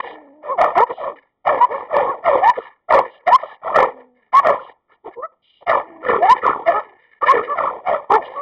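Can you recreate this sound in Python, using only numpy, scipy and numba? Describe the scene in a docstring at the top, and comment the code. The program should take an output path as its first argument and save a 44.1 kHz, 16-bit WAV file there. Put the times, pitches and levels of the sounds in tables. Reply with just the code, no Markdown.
"""Two dogs bark at each other in fast runs on a patch of grass, close to a small microphone.
Each hoarse bark is uneven pulses from the vocal folds, plus breath, ringing in the throat and mouth.
Between barks the dogs break into clear rising yelps, moan softly and snatch air past their teeth.
Bushes echo a little over faint outdoor air. The microphone loses some bands of sound and overloads."""
import sys
import numpy as np
from scipy import signal
from scipy.io import wavfile
from scipy.ndimage import uniform_filter1d, minimum_filter1d
from numba import njit

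SR = 44100
rng = np.random.default_rng(int(sys.argv[2]) if len(sys.argv) > 2 else 0)


def wrap_up_sound(samples):
    """Save the sound to the file named by the first command line argument, as 16-bit audio."""
    columns = np.atleast_2d(samples).T
    # keep every value between -1 and 1, then stretch to whole-number steps
    tamed = np.clip(columns, -1, 1)
    steps = np.round(tamed * 32767).astype(np.int16)
    wavfile.write(sys.argv[1], SR, steps)


N = 370881
T = np.arange(N) / SR
TICKS = np.arange(0, N / SR + .001, .001)  # a coarser clock for shaping calls, in seconds

# Quick breaths between barks: start_s, end_s, level_db
BREATHS = [(0.015, 0.163, -39.5), (0.657, 0.711, -64), (0.888, 1.067, -42.5), (1.705, 1.83, -52),
           (2.004, 2.126, -72.5), (2.549, 2.697, -47), (3.086, 3.189, -46.5), (3.399, 3.566, -44.5),
           (4.57, 4.727, -47), (4.916, 4.96, -57.5), (5.42, 5.647, -47.5), (8.237, 8.286, -35.5),
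           (8.286, 8.387, -48)]
# Bands where air hisses between the teeth: centre_hz, width_hz, level_db
TEETH_BANDS = [(2850, 740, -14.5), (4160, 290, -2.5)]
# Low moans: start_s, length_s, start_pitch_hz, end_pitch_hz, start_db, end_db
MOAN_CALLS = [(0.132, 0.2, 317, 267, -38, -45.5), (0.265, .15, 269.1, 314.8, -48, -43),
              (3.948, 0.24, 260.3, 244, -41.5, -59), (4.089, .22, 247, 211.4, -60, -74),
              (5.852, .2, 337, 321, -40.5, -39)]
# High bands where the muzzle rings: centre_hz, width_hz, level_db
MUZZLE_BANDS = [(1718, 200, 9), (2142, 250, -1), (2955, 460, -13.5), (3890, 3300, -18), (5200, 440, -40.5)]
# How the open mouth lifts or weakens a yelp's overtones: frequency_hz, gain_db
MOUTH_RESPONSE = [(500, -6), (610, 1), (700, 2.5), (820, -5), (950, -1.5), (1100, -1), (1300, -3.5),
                  (1800, -8)]
# Clear yelps and whines (a harmonic is a tone at a whole multiple of the pitch): start_s, attack_s,
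# hold_s, release_s, level_db, start_pitch_hz, top_pitch_hz, first_harmonic_db, third_harmonic_db
YELP_CALLS = [(0.459, 0.044, 0.023, .11, -18.5, 438.4, 555, -7, -22),
              (0.746, .03, .062, .012, -8.5, 278.9, 490, -11.5, -23),
              (1.029, 0.037, 0.014, .11, -29, 518.2, 552.2, 2, -21),
              (1.598, 0.015, 0.037, .014, -6, 456.8, 502.6, -41.5, -13.5),
              (1.677, 0.032, 0.045, .06, -25.5, 316.9, 556.6, 0, -16.5),
              (2.041, 0.045, .018, .11, -17.5, 491.6, 562, -13, -3),
              (2.408, 0.029, .065, .03, -6, 318.8, 499.8, -37, -28.5),
              (3.258, 0.023, 0.0098, 0.047, -11, 285.7, 367.5, -25.5, -24),
              (3.295, .033, 0.032, .012, -3, 399.3, 537.8, -39, -13),
              (4.327, .02, 0.051, .012, -5, 494.3, 567.4, -33, -13),
              (5.147, 0.037, 0.016, .07, -37, 429.5, 505, 8, -21),
              (5.205, 0.028, .022, .022, -22, 530.3, 665, -9, -15.5),
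              (6.197, 0.036, 0.028, .06, -10, 290, 390.9, -22, -15),
              (6.258, 0.035, .038, .022, -3.5, 372.2, 516, -35, -16),
              (6.653, 0.02946, 0.015, .04, -10, 303.7, 350, -22, -17),
              (6.717, 0.031, 0.037, 0.027, -17, 374.5, 430, -12, 1.5),
              (7.21, 0.026, 0.0081, .014, -10, 491.7, 620.6, -20, -22),
              (7.269, 0.019, 0.031, .025, -6, 457.3, 554.9, -19, -27),
              (7.465, .04, .03, .06, -17.5, 546.9, 585, -11, -24),
              (8.099, .018, 0.046, .055, -7, 369.6, 450, -10, -21),
              (8.338, 0.035, 0.036, .05, -23.5, 549.7, 568, -8.5, -27)]
# Hoarse calls of both dogs, from full barks to soft snarls:
# start_s, attack_s, hold_s, release_s, level_db, pitch_hz, mouth_ring_hz, mouth_over_throat_db, rasp_db
BARK_CALLS = [(0.0, 0.00077, 0.0044, 0.0089, -15, 499, 904, 11, -5.5),
              (.01, 0.029, 0.043, 0.37, -31.5, 540, 950, -2.5, -3),
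              (0.408, .06, 0.036, .1, -28, 636, 964, -8.5, -12.5),
              (0.567, 0.025, 0.055, 0.18, -10.5, 740.4, 1081, -6.5, -12.5),
              (0.735, 0.03, 0.04, 0.053, -12, 698, 1238, 10, -9.5),
              (0.858, 0.01, 0.0078, 0.046, -37, 604.4, 1080, -1, 7),
              (0.884, 0.023, 0.0054, .045, -18, 518.6, 920.3, -7, -13),
              (0.952, .06, .09, 0.079, -23, 680.6, 1050, -8, -17),
              (1.129, 0.032, 0.025, 0.039, -46, 506, 1080, -2, 11),
              (1.201, 0.019, .03, .12, -60, 561.1, 1140, 15.5, 5.5),
              (1.441, .035, 0.076, .22, -14, 658.6, 1031, -5.5, -7.5),
              (1.68, 0.037, 0.11, 0.13, -25.5, 620, 998, -2.5, -6.5),
              (1.874, 0.088, 0.039, 0.29, -12, 610, 1014, -5, -11),
              (2.218, 0.057, 0.085, 0.17, -10, 640.5, 1133, -8, -12.5),
              (2.396, 0.054, 0.049, .05, -20.5, 650, 1000, 15.5, 3.5),
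              (2.516, 0.021, 0.14, 0.13, -37, 524, 1300, 18, 3.5),
              (2.564, 0.017, 0.0046, 0.031, -17.5, 479.6, 1100, -18, -30.5),
              (2.879, .035, 0.087, 0.071, -9.5, 638.2, 1200, -1.5, -11.5),
              (3.0, .03, 0.031, 0.086, -31, 560, 996.3, -8, -0.5),
              (3.089, 0.036, 0.13, .05, -51.5, 621.3, 997, -13, -0.5),
              (3.256, 0.02, 0.052, 0.073, -18.5, 678.2, 1300, 6, -2.5),
              (3.369, 0.018, 0.14, 0.089, -35, 700, 1100, 7, 0.5),
              (3.417, 0.016, 0.0035, 0.04468, -23, 597, 994, -14, -20),
              (3.603, 0.069, 0.062, 0.076, -21, 701.7, 1155, -0.5, -18),
              (3.731, 0.027, 0.082, 0.088, -9.5, 612.1, 1230, -1.5, -7.5),
              (3.852, 0.022, 0.014, 0.11, -26, 500.3, 943, -11.5, -13.5),
              (3.942, 0.028, 0.044, .12, -41, 540.2, 921.2, -12, -9),
              (4.13, 0.039, .11, .06, -64, 559.8, 1150, 0, 7),
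              (4.319, 0.013, 0.082, .05, -23, 722.2, 1154, 10, -4),
              (4.412, 0.055, .035, 0.16, -9.5, 660, 1308, -3, -10.5),
              (4.642, 0.024, 0.0066, 0.11, -38, 540, 950, 14.5, -5),
              (4.87, 0.04, 0.024, 0.084, -52, 499, 1120, 12, -2),
              (5.03, 0.037, 0.016, 0.05, -30, 398.6, 860, -1, -24.5),
              (5.085, .025, 0.028, 0.037, -50, 561.2, 1250, 12, 12),
              (5.315, .01, 0.0046, .04, -55, 520, 900, -1, -14),
              (5.602, 0.019, 0.0055, 0.031, -41.5, 547.4, 902, -8, -17),
              (5.657, .032, 0.092, .08, -11.5, 679.7, 1250, -3, -6.5),
              (5.831, 0.055, 0.1483, 0.12, -42, 351.2, 964, -6.5, -6.5),
              (6.009, 0.081, 0.079, 0.046, -12, 497.6, 1350, 2, -12.5),
              (6.161, .025, .025, 0.0514, -22.5, 440.3, 1224, -29, -17),
              (6.203, .025, 0.16, 0.066, -25, 599.1, 1285, 1, 3),
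              (6.398, .06, 0.033, 0.18, -11.5, 500.7, 1220, 13.5, -12),
              (6.521, 0.037, .06, 0.098, -29.5, 537.4, 896.6, -2.5, -24),
              (6.643, 0.031, .12, 0.069, -20, 710.5, 1250, -3, -3),
              (6.792, 0.032, 0.11, .15, -44.5, 453, 999.7, -3.5, 1),
              (6.95, 0.045, .19, .03, -61, 562, 1145, -4.5, 17.5),
              (7.206, .018, .02, .04, -21, 561.5, 1247, 4, -7.5),
              (7.237, 0.034, 0.053, .06, -19.5, 590.6, 1292, 11.5, 5),
              (7.31, 0.031, 0.052, 0.079, -14.5, 499, 1337, -8, -8),
              (7.4, 0.035, 0.088, .1, -31, 520.7, 1200, -6, -0.5),
              (7.526, 0.067, 0.1, 0.085, -16.5, 655, 1304, 5.5, -13.5),
              (7.687, .04, 0.024, .2, -29, 559.4, 878, 1.5, -19),
              (7.834, .052, .05, .16, -15, 720.8, 1042, -9.5, -11.5),
              (8.089, 0.018, 0.061, 0.066, -13, 468.8, 1076, 18, -17),
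              (8.18, .04, .19, 0.11, -32.5, 619.4, 957, -8, -2)]
# Bands that the microphone barely picks up: centre_hz, width_hz
MIC_NOTCHES = [(1570, 361), (2640, 393), (4300, 1100)]


def undb(db):
    """Turn decibels into a number to multiply by."""
    return 10 ** (np.asarray(db) / 20)


def noise():
    """Plain white hiss."""
    return rng.standard_normal(N)


def butter(x, hz, kind="low", order=2):
    """Keep the sound below hz ("low") or above it ("high")."""
    return signal.sosfilt(signal.butter(order, hz, kind, fs=SR, output="sos"), x)


def wobble(hz):
    """Random motion up to about hz, with a typical size of 1."""
    x = butter(noise(), hz)
    return x / x.std()


def steady(x, span_s=.016):
    """Even out the level to 1, leaving only the fast flutter."""
    size = int(span_s * SR)
    power = uniform_filter1d(uniform_filter1d(x * x, size), size)
    return x / np.sqrt(np.abs(power) + 1e-12)


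@njit
def band_pass(x, hz, width_hz):
    """Keep one band of sound, whose centre may move (a state-variable filter)."""
    y, band, low = np.empty(len(x)), 0., 0.
    for i in range(len(x)):
        step, damping = np.tan(np.pi * hz[i] / SR), width_hz / hz[i]
        now = (band + step * (x[i] - low)) / (1 + step * (step + damping))
        band = 2 * now - band
        low += 2 * step * now
        y[i] = damping * now
    return y


def resonance(x, hz, width_hz):
    """A pocket of air rings at hz and weakens everything else."""
    centre = hz * np.ones(N)
    once = band_pass(x, centre, float(width_hz))
    return band_pass(once, centre, float(width_hz))


def ring(x, bands):
    """Several resonances side by side."""
    return sum(undb(db) * resonance(x, hz, width) for hz, width, db in bands)


def envelope_db(start, attack, hold, release):
    """A call leaps out of silence, holds, then fades by 30 dB in each release time."""
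    opened = np.clip((TICKS - start) / attack, 1e-4, 1)
    faded = np.maximum((TICKS - start - attack - hold) / release, 0)
    return 38 * np.log10(opened) - 30 * faded


def blend_calls(shape, table):
    """Join calls into one level curve and their other controls; in an overlap the louder call leads."""
    db, *controls = np.stack([np.broadcast_arrays(*shape(*row)) for row in table], axis=1)
    power = undb(np.maximum(db, -150)) ** 2
    total = power.sum(axis=0)
    blended = [(control * power).sum(axis=0) / total for control in controls]
    return [np.interp(T, TICKS, curve) for curve in [10 * np.log10(total)] + blended]


def outdoor_air(level_db=-74.5):
    """The faint, low hush of still air."""
    return undb(level_db) * wobble(1000)


def garden_echo(x, level_db=-37, fade_s=.3, build_s=.04):
    """Bushes and walls scatter back a faint, dull echo."""
    t = T[:SR]
    tail = butter(noise(), 1300)[:SR] * undb(-60 * t / fade_s) * np.minimum(t / build_s, 1) ** 2
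    return undb(level_db) * signal.fftconvolve(x, tail / np.linalg.norm(tail))[:N]


def gasps():
    """Short hisses of air drawn past the teeth."""
    swell = np.zeros(N)
    for start, end, db in BREATHS:
        progress = np.clip((T - start) / (end - start), 0, 1)
        swell += undb(db) * np.sqrt(np.abs(np.sin(np.pi * progress)))
    return swell * steady(ring(noise(), TEETH_BANDS)) * undb(1.5 * wobble(40))


def moan_shape(start, length, start_hz, end_hz, start_db, end_db, edge_s=.05):
    """One moan: level and pitch drift evenly."""
    span = [start, start + length]
    edges_db = envelope_db(start - edge_s, edge_s, length, edge_s)
    return np.interp(TICKS, span, [start_db, end_db]) + edges_db, np.interp(TICKS, span, [start_hz, end_hz])


def moans(jitter=.039, harmonics_db=(-4, -5, -14)):
    """Soft, shaky low tones made with the mouth nearly shut."""
    level_db, hz = blend_calls(moan_shape, MOAN_CALLS)
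    phase = pitch_phase(hz, jitter, 120)
    return undb(level_db) * sum(undb(db) * np.sin(k * phase) for k, db in enumerate(harmonics_db, 1))


def pitch_phase(hz, jitter, jitter_hz):
    """The running angle of a vibration whose pitch strays at random; jitter is a share of the pitch."""
    return 2 * np.pi * np.cumsum(hz * (1 + jitter * wobble(jitter_hz))) / SR


def fold_pulses(phase, count=9):
    """The buzz of the vocal folds, built from equally strong harmonics."""
    return sum(np.cos(k * phase) for k in range(1, count + 1)) * np.sqrt(2 / count)


def yelp_shape(start, attack, hold, release, db, start_hz, top_hz, first_db, third_db):
    """One yelp: pitch and level climb together, then drop when the dog lets go."""
    drop_octaves_per_s, turn_s, db_per_octave = 15, .01, 7.5
    top = start + attack + hold
    since = np.maximum(TICKS - top, 0)
    drop_octaves = np.minimum(drop_octaves_per_s * since ** 2 / (since + turn_s), 1)
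    climb_left = np.clip((top - TICKS) / (top - start), 0, 1) ** 1.25  # levels off near the top
    hz = (top_hz + (start_hz - top_hz) * climb_left) * 2 ** -drop_octaves
    level_db = db + envelope_db(start, attack, hold, release) + db_per_octave * np.log2(hz / top_hz)
    return level_db, hz, first_db, third_db


def yelps(jitter=.01, flutter_db=1):
    """The folds lock into a clean tone; the open mouth shapes its low overtones, the muzzle high ones."""
    level_db, hz, first_db, third_db = blend_calls(yelp_shape, YELP_CALLS)
    effort = undb(level_db)
    phase = pitch_phase(hz, jitter / np.sqrt(effort + .02), 180)  # soft whines shake more than loud yelps
    mouth_hz, mouth_db = np.transpose(MOUTH_RESPONSE)
    tone = undb(first_db) * np.sin(phase)
    for k, harmonic_db in [(2, 0), (3, third_db)]:
        lift_db = np.interp(np.log(k * hz), np.log(mouth_hz), mouth_db)
        tone += undb(harmonic_db + lift_db) * np.sin(k * phase)
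    tone += undb(-11 + .58 * level_db) * ring(fold_pulses(phase), MUZZLE_BANDS)  # louder is brighter
    return np.sqrt(2) * effort * tone * undb(flutter_db * wobble(180))


def bark_shape(start, attack, hold, release, db, hz, mouth_hz, mouth_db, rasp_db):
    """One bark: a push of air, after which the folds and jaw relax and the lungs empty."""
    relax_s, sag_db_per_s = .075, 30
    since = np.maximum(TICKS - start - attack, 0)
    relax = np.tanh(since / relax_s)
    return (db + envelope_db(start, attack, hold, release) - sag_db_per_s * since,
            hz * 2 ** (-.3 * relax),  # the pitch sinks by up to .3 octave
            mouth_hz * 2 ** (-.31 * relax),
            mouth_db + 8 * relax,  # the mouth takes over from the throat
            rasp_db - 4.5 * relax)


def barks(growl_hz=150, growl_depth=.5, breath=.9, jitter=.042, lurch=.065, flutter_db=2.6):
    """Folds driven so hard that every cycle differs; a slower flap of loose tissue chops the airflow."""
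    level_db, hz, mouth_hz, mouth_db, rasp_db = blend_calls(bark_shape, BARK_CALLS)
    hz = hz * (1 + lurch * wobble(40.16))  # slower swings of pitch under the fast jitter
    phase = pitch_phase(hz, jitter, 200)
    flap = 1 + growl_depth * np.cos(pitch_phase(growl_hz, jitter=.5, jitter_hz=70))
    air = noise() * (1 + .5 * np.cos(phase))  # rushing air puffs once a cycle
    flow = (fold_pulses(phase) + breath * air) * flap * undb(flutter_db * wobble(190))
    # throat and mouth ring on the lowest harmonics and trade strength from moment to moment
    throat = steady(resonance(flow, hz, width_hz=350))
    mouth = steady(resonance(flow, mouth_hz * undb(1.5 * wobble(60)), width_hz=170))
    opening = undb(mouth_db + 10 * wobble(99))
    voice = steady((throat + opening * mouth) / np.hypot(1, opening))
    rasp = steady(ring(flow, MUZZLE_BANDS)) * undb(rasp_db + 3 * wobble(35))
    chest = steady(butter(butter(air, 1200), 130, "high", order=1))
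    effort = undb(level_db + 1.5 * wobble(35))
    return effort * (voice + rasp + undb(-20) * chest)


def scene():
    """Both dogs, their echo and still outdoor air, in one channel."""
    dogs = barks() + yelps() + moans() + gasps()
    return (dogs + garden_echo(dogs) + outdoor_air())[None]


def record(dry, limit=1.0, ceiling=.71):
    """A dull microphone with deep notches; it turns the loudest calls down, yet their peaks still clip."""
    x = dry[0]
    for hz, width_hz in MIC_NOTCHES:
        edges_hz = [hz - width_hz / 2, hz + width_hz / 2]
        x = signal.sosfilt(signal.butter(3, edges_hz, "bandstop", fs=SR, output="sos"), x)
    x = butter(x, 4400, order=12)
    gain = limit / np.maximum(np.abs(x), limit)
    x = x * uniform_filter1d(minimum_filter1d(gain, 180), 180)  # held and smoothed over about 4 ms
    x = x / (1 + (x / ceiling) ** 20) ** (1 / 20)  # flatten the peaks
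    treble_cut = signal.ellip(8, .2, 70, 15800, fs=SR, output="sos")
    return signal.sosfilt(treble_cut, x)[None]


dry = scene()
out = record(dry)
wrap_up_sound(out)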